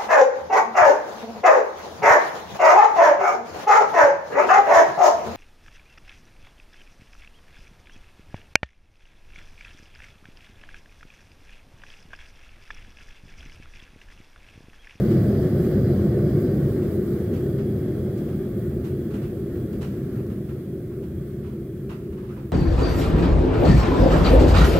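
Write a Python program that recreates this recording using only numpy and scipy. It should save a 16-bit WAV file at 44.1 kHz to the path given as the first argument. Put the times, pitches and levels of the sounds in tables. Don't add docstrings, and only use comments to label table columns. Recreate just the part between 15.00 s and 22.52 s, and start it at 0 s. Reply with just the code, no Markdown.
import sys
import numpy as np
from scipy import signal
from scipy.fft import rfft, irfft, next_fast_len
from scipy.io import wavfile

SR = 44100
rng = np.random.default_rng(int(sys.argv[2]) if len(sys.argv) > 2 else 0)


def digitize_waveform(pressure):
    field = np.atleast_2d(pressure).T
    bounded = np.clip(field, -1, 1)
    quanta = np.round(bounded * 32767).astype(np.int16)
    wavfile.write(sys.argv[1], SR, quanta)


def ratio(d):
    e = np.asarray(d, float) / 20
    return 10 ** e


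N = 331632
PAD = next_fast_len(N + SR)
HZ = np.arange(PAD // 2 + 1) * SR / PAD + 1e-3

# time in seconds, change of flame turbulence in dB, of gas pressure in dB.
VALVE_CLOSING = [(0.0, -0.5, -1), (.5, -0.56, -1), (1.3, -1.5, -1.5), (1.85, -4.5, -1), (2.4, -6, -2),
                 (3.1, -6, -4), (3.7, -8.5, -4.5), (4.7, -9, -5.5), (5.2, -10, -6), (5.65, -12, -8),
                 (6.5, -13, -9), (7.52, -14, -10)]
# centre in Hz, width in Hz, level in dB.
CHAMBER_MODES = [(90, 8.7, -2.5), (110.7, 14, -3), (138.2, 23.2, 2.5), (169, 19, -4), (202.7, 26, 1.5),
                 (229, 65, -6.5), (250, 34, -11), (273, 14, -8.5)]
# frequency in Hz, power per Hz in dB.
RUMBLE_SPECTRUM = [(20, -44), (32, -30), (45, -14.5), (60, -10.5), (120, -2.5), (300, -17.5), (440, -27),
                   (600, -34.5), (1000, -72), (2000, -130)]
# centre in Hz, width in Hz, level in dB.
HUM_MODES = [(321, 38, -7.5), (341.4, 60, -4), (360.6, 21.3, 0.5), (392.4, 28.5, -3.5), (418.7, 13.8, -8)]
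# frequency in Hz, power per Hz in dB.
EDDY_SPECTRUM = [(250, -8.5), (430, -2), (445, -6.5), (482, -5.5), (639, -11), (831, -25.5), (900, -28.5),
                 (1170, -62), (1980, -120)]
# centre in Hz, width in Hz, level in dB.
EDDY_MODES = [(476, 23, 2), (537, 56, -4.5), (595, 36, -13.5), (636, 16, -16.5), (686, 33, -15),
              (890, 45, -31)]
# frequency in Hz, power per Hz in dB.
TUBE_SPECTRUM = [(500, 0), (850, -3), (983, -8), (1060, 2.5), (1570, 2.5), (1930, -1), (2610, -13.5),
                 (3270, -12), (4300, -16), (4710, -16), (5760, -21), (6310, -18.5), (6850, -29),
                 (7500, -23.5), (9750, -54), (16500, -120)]
# frequency in Hz, power per Hz in dB.
JET_SPECTRUM = [(4000, -34), (6800, -4.5), (7500, -2), (8980, -0.5), (9570, 0), (11200, 2), (12200, 3.5),
                (13500, 8), (14200, 4), (14650, 7.5), (15200, 7.5), (16500, 4)]
# centre in Hz, width in Hz, level in dB.
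LOW_WHISTLE_MODES = [(3320, 170, 0)]
# centre in Hz, width in Hz, level in dB.
HIGH_WHISTLE_MODES = [(3984, 63, 4.5), (4470, 55, 2.5), (4720, 125, 5.5), (5110, 180, 1.5),
                      (6300, 140, -10)]
# start in seconds, length in seconds, gain in dB.
LOCKED_SPELLS = [
    (0.0, 1.3, 6.5),
    (2.25, 1.4, 10),
    (3.9, 0.83, 8),
    (5.45, .3, 4.5),
    (6.1, .7, 7.5),
]
# frequency in Hz, power per Hz in dB.
SHED_SPECTRUM = [(1200, -8), (1600, -11), (2300, 3), (3300, -8), (4200, -10), (6500, -12.5), (10500, -17),
                 (12000, -13), (15600, -38)]
# centre in Hz, width in Hz, level in dB.
SHED_BAND = [(9000, 400, -1)]
# frequency in Hz, power per Hz in dB.
DRAUGHT_SPECTRUM = [(15, -22), (30, -18), (50, -4.5), (80, 5.5), (130, -20), (300, -67), (1000, -130)]
# frequency in Hz, left minus right in dB.
STEREO_LEAN = [(60, 1), (110, 0.0), (200, 0.0), (380, 0.5), (700, 0.5), (1290, 0), (2380, -0.5),
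               (4400, -4.5), (8120, -6.5), (15000, -4.5)]
# frequency in Hz, side minus mid in dB.
STEREO_WIDTH = [(60, -31), (110, -34), (200, -28.5), (380, -20), (700, -12.5), (1290, -8.5), (2380, -4),
                (4400, 3), (8120, 0.5), (15000, 1)]
# start in seconds, level in dB, drag in seconds, tilt in dB per octave.
SHOE_SCUFFS = [(0.10, -46, 0.032, -7.5), (1.815, -51, 0.041, -9), (2.326, -50.5, 0.066, -6.5),
               (2.58, -49, 0.038, -8), (3.17, -55.5, .03, -2), (3.28, -53, .03, -8), (3.70, -55, .03, -11),
               (3.838, -48.5, 0.041, -6), (4.102, -52, 0.037, -7.5), (4.135, -47.5, 0.035, -7),
               (4.215, -50.5, 0.067, -8), (4.55, -54.5, 0.027, -9), (4.725, -56, 0.028, -6),
               (4.808, -44.5, 0.054, -6), (5.15, -54, 0.036, -11), (5.179, -54, .04, -11),
               (5.295, -53, 0.033, -8), (5.485, -54, 0.041, -8), (5.905, -58, .05, -12),
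               (6.02, -55, .04, -8), (6.43, -53, 0.11, -10), (6.890, -45, 0.052, -8.5),
               (7.12, -54, .02, -9.5), (7.170, -54, 0.034, -8.5), (7.229, -54, 0.033, -12),
               (7.285, -53, 0.051, -8), (7.36, -49.5, 0.047, -11.5)]
# centre in Hz, width in Hz, level in dB.
SOLE_MODES = [(1350, 120, 5), (900, 97, -21.5), (1870, 150, -25), (2730, 810, 3.5)]
# start in seconds, level in dB, length in seconds, start in Hz, end in Hz.
SOLE_TWISTS = [
    (4.215, -64, 0.044, 1270, 1350),
    (4.83, -55, 0.031, 1300, 1490),
    (6.895, -58, 0.051, 1007, 1500),
    (6.90, -59, .05, 2400, 2850),
    (7.224, -57, 0.036, 1284, 1150),
    (7.31, -64, .025, 1870, 1950),
    (7.163, -53, .05, 850, 1550),
    (7.285, -53.5, .072, 1050, 1650),
    (7.347, -65, 0.036, 995, 1380),
    (7.40, -65, 0.071, 1190, 1410),
]
# start in seconds, level in dB, centre in Hz.
GRAIN_TICKS = [
    (4.731, -55, 4500),
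    (5.266, -50, 4200),
]


def rms_one(x):
    return x / np.sqrt(np.mean(x ** 2) + 1e-20)


def at_hz(points, hz):
    table_hz, value = np.transpose(points)
    return np.interp(np.log(hz), np.log(table_hz), value)


def power_density(points):
    return ratio(2 * at_hz(points, HZ)) * np.minimum(HZ / points[0][0], 1) ** 8


def modes(rows, hz, order=2):
    return sum(ratio(2 * db) / (1 + (2 * (hz - centre) / width) ** 2) ** order for centre, width, db in rows)


def drift(rate_hz):
    coarse = 40
    pole = np.exp(-80 * np.pi * rate_hz / SR)
    noise = rng.standard_normal(N // coarse + 2002)
    slow = signal.lfilter([1], [1, -2 * pole, pole * pole], noise)[2000:]
    return np.interp(np.arange(N) / coarse, np.arange(len(slow)), rms_one(slow))


def stereo_noise(density, patchy_db=0., rate_hz=8., count=1, width_db=0.):
    mid, side = rfft(rng.standard_normal((2, PAD)))
    side = ratio(at_hz(STEREO_WIDTH, HZ) + width_db) * side
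    lean = ratio(at_hz(STEREO_LEAN, HZ) * np.array([[.5], [-.5]]))
    both = np.array([mid + side, mid - side]) * lean * np.sqrt(density)
    semitone = (np.log2(HZ + 1) * 12).astype(int)
    group = rng.integers(0, count, 200)[semitone]
    out = np.zeros((2, N))
    for k in range(count):
        out += ratio(patchy_db * drift(rate_hz)) * irfft(both * (group == k), PAD)[:, :N]
    return out / np.sqrt(np.mean(out.mean(axis=0) ** 2))


def follow(start_db, turbulence_share, pressure_share):
    s, turbulence_db, pressure_db = np.transpose(VALVE_CLOSING)
    t = np.arange(N) / SR
    turbulence_db, pressure_db = np.interp(t, s, turbulence_db), np.interp(t, s, pressure_db)
    return start_db + turbulence_share * turbulence_db + pressure_share * pressure_db


def flame():
    rumble = stereo_noise(modes(CHAMBER_MODES, HZ) + power_density(RUMBLE_SPECTRUM))
    hum = stereo_noise(modes(HUM_MODES, HZ))
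    eddies = stereo_noise(power_density(EDDY_SPECTRUM) + modes(EDDY_MODES, HZ))
    rumble_db = follow(-19.5, 1.002, .05) + 0.35 * drift(1.5)
    hum_db = follow(-26.5, .2, 1.03) + 1.77
    eddies_db = follow(-34.5, 1.136, 0.39) + 4.0 + 0.83 * drift(22)
    return ratio(rumble_db) * rumble + ratio(hum_db) * hum + ratio(eddies_db) * eddies


def burner():
    waver = drift(1.5)
    tube = stereo_noise(power_density(TUBE_SPECTRUM), patchy_db=1.35, rate_hz=9.4, count=4)
    jet = stereo_noise(power_density(JET_SPECTRUM), patchy_db=1.4, rate_hz=8.5, count=4)
    tube_db = follow(-46.5, 0.84, 0.3) - 1.2 + .5 * waver
    jet_db = follow(-54.5, .05, 0.98) + 1.5 + 0.39 * waver
    return ratio(tube_db) * tube + ratio(jet_db) * jet


def lock_in():
    t, lock_s = np.arange(N) / SR, .12
    gain_db = np.zeros(N)
    for s, length, db in LOCKED_SPELLS:
        inside_s = np.minimum(t - s, s + length - t)
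        gain_db += db * np.clip(1 + inside_s / lock_s, 0, 1)
    return gain_db


def whistles():
    low = stereo_noise(modes(LOW_WHISTLE_MODES, HZ), patchy_db=1.2, rate_hz=6, width_db=-5)
    high = stereo_noise(modes(HIGH_WHISTLE_MODES, HZ), patchy_db=1.5, rate_hz=5, count=3, width_db=-4)
    low_db = follow(-73.5, 0.41, .3) + lock_in() - 2.0
    high_db = follow(-62.5, 1.7, 0) - 1.0
    return ratio(low_db) * low + ratio(high_db) * high


def shed():
    hiss_density = power_density(SHED_SPECTRUM) + modes(SHED_BAND, HZ)
    hiss = stereo_noise(hiss_density, patchy_db=.8, rate_hz=8, count=2)
    draught = stereo_noise(power_density(DRAUGHT_SPECTRUM), patchy_db=1.0, rate_hz=1.0)
    return ratio(-69) * hiss + ratio(-42) * draught


def scuffs():
    rise, lead, span = 0.0074, 200, SR // 2
    pan_db = -3.5 * np.array([[.5], [-.5]])
    t, hz = np.arange(span) / SR, np.arange(span // 2 + 1) * 2 + 1e-3
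    sole = (1 + ratio(2 * -1.5) * modes(SOLE_MODES, hz)) / (1 + (650 / hz) ** 6)
    out = np.zeros((2, N + SR))
    for s, db, drag, tilt_db in SHOE_SCUFFS:
        stroke = np.clip(t / rise, 0, 1) * np.exp(-(np.maximum(t - rise, 0) / drag) ** 2.2)
        grain_db = 3.5 * np.minimum(rng.exponential(1, span), 5)
        grit = rng.standard_normal((2, span)) * ratio(grain_db)
        grit = rms_one(grit + 0.049 * grit[::-1])
        colour = np.sqrt(sole) * ratio(tilt_db * np.log2(np.maximum(hz, 1000) / 1000))
        colour = colour / np.sqrt(np.mean(colour ** 2))
        decay = np.clip(t / (rise + drag), 0, 1) * np.exp(-t / 0.11)
        tail = ratio(-3.5) * decay * rng.standard_normal((2, span))
        dry_scuff = np.roll(grit * stroke + tail, lead, axis=1)
        sound = irfft(rfft(dry_scuff) * colour, span)
        at = round(s * SR) - lead
        out[:, at:at + span] += ratio(db + pan_db) * sound
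    return out[:, :N]


def twists():
    width_hz = 320
    low_pass = signal.butter(2, width_hz / 2, fs=SR, output="sos")
    out = np.zeros((2, N))
    for s, db, length, start_hz, end_hz in SOLE_TWISTS:
        at, size = round(s * SR), round(length * SR)
        phase = 2 * np.pi * np.cumsum(np.linspace(start_hz, end_hz, size)) / SR
        slow = signal.sosfilt(low_pass, rng.standard_normal((2, 2, 8000)))
        in_phase, quadrature = rms_one(slow)[:, :, 2000:2000 + size]
        band = in_phase * np.cos(phase) + quadrature * np.sin(phase)
        swell = np.hanning(size) ** 0.39
        out[:, at:at + size] += ratio(db) * swell * (band + 0.28 * band[::-1])
    return out


def ticks():
    t = np.arange(400) / SR
    out = np.zeros((2, N))
    for s, db, hz in GRAIN_TICKS:
        resonance = signal.butter(1, [hz * .55, hz * 1.2], "band", fs=SR, output="sos")
        snap = signal.sosfilt(resonance, rng.standard_normal(len(t)) * np.exp(-t / .0012))
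        at = round(s * SR)
        out[:, at:at + len(t)] += ratio(db + 9 + np.array([[-.7], [.7]])) * snap
    return out


def scene():
    forge = flame() + burner() + whistles()
    footsteps = scuffs() + twists() + ticks()
    return forge + shed() + footsteps


def top_cut(x):
    return signal.sosfilt(signal.butter(12, 16850, fs=SR, output="sos"), x)


def record(dry):
    top_hz = 15790
    mix = irfft(rfft(dry, PAD) * (HZ < top_hz), PAD)[:, :N]
    return top_cut(mix)


dry = scene()
out = record(dry)
digitize_waveform(out)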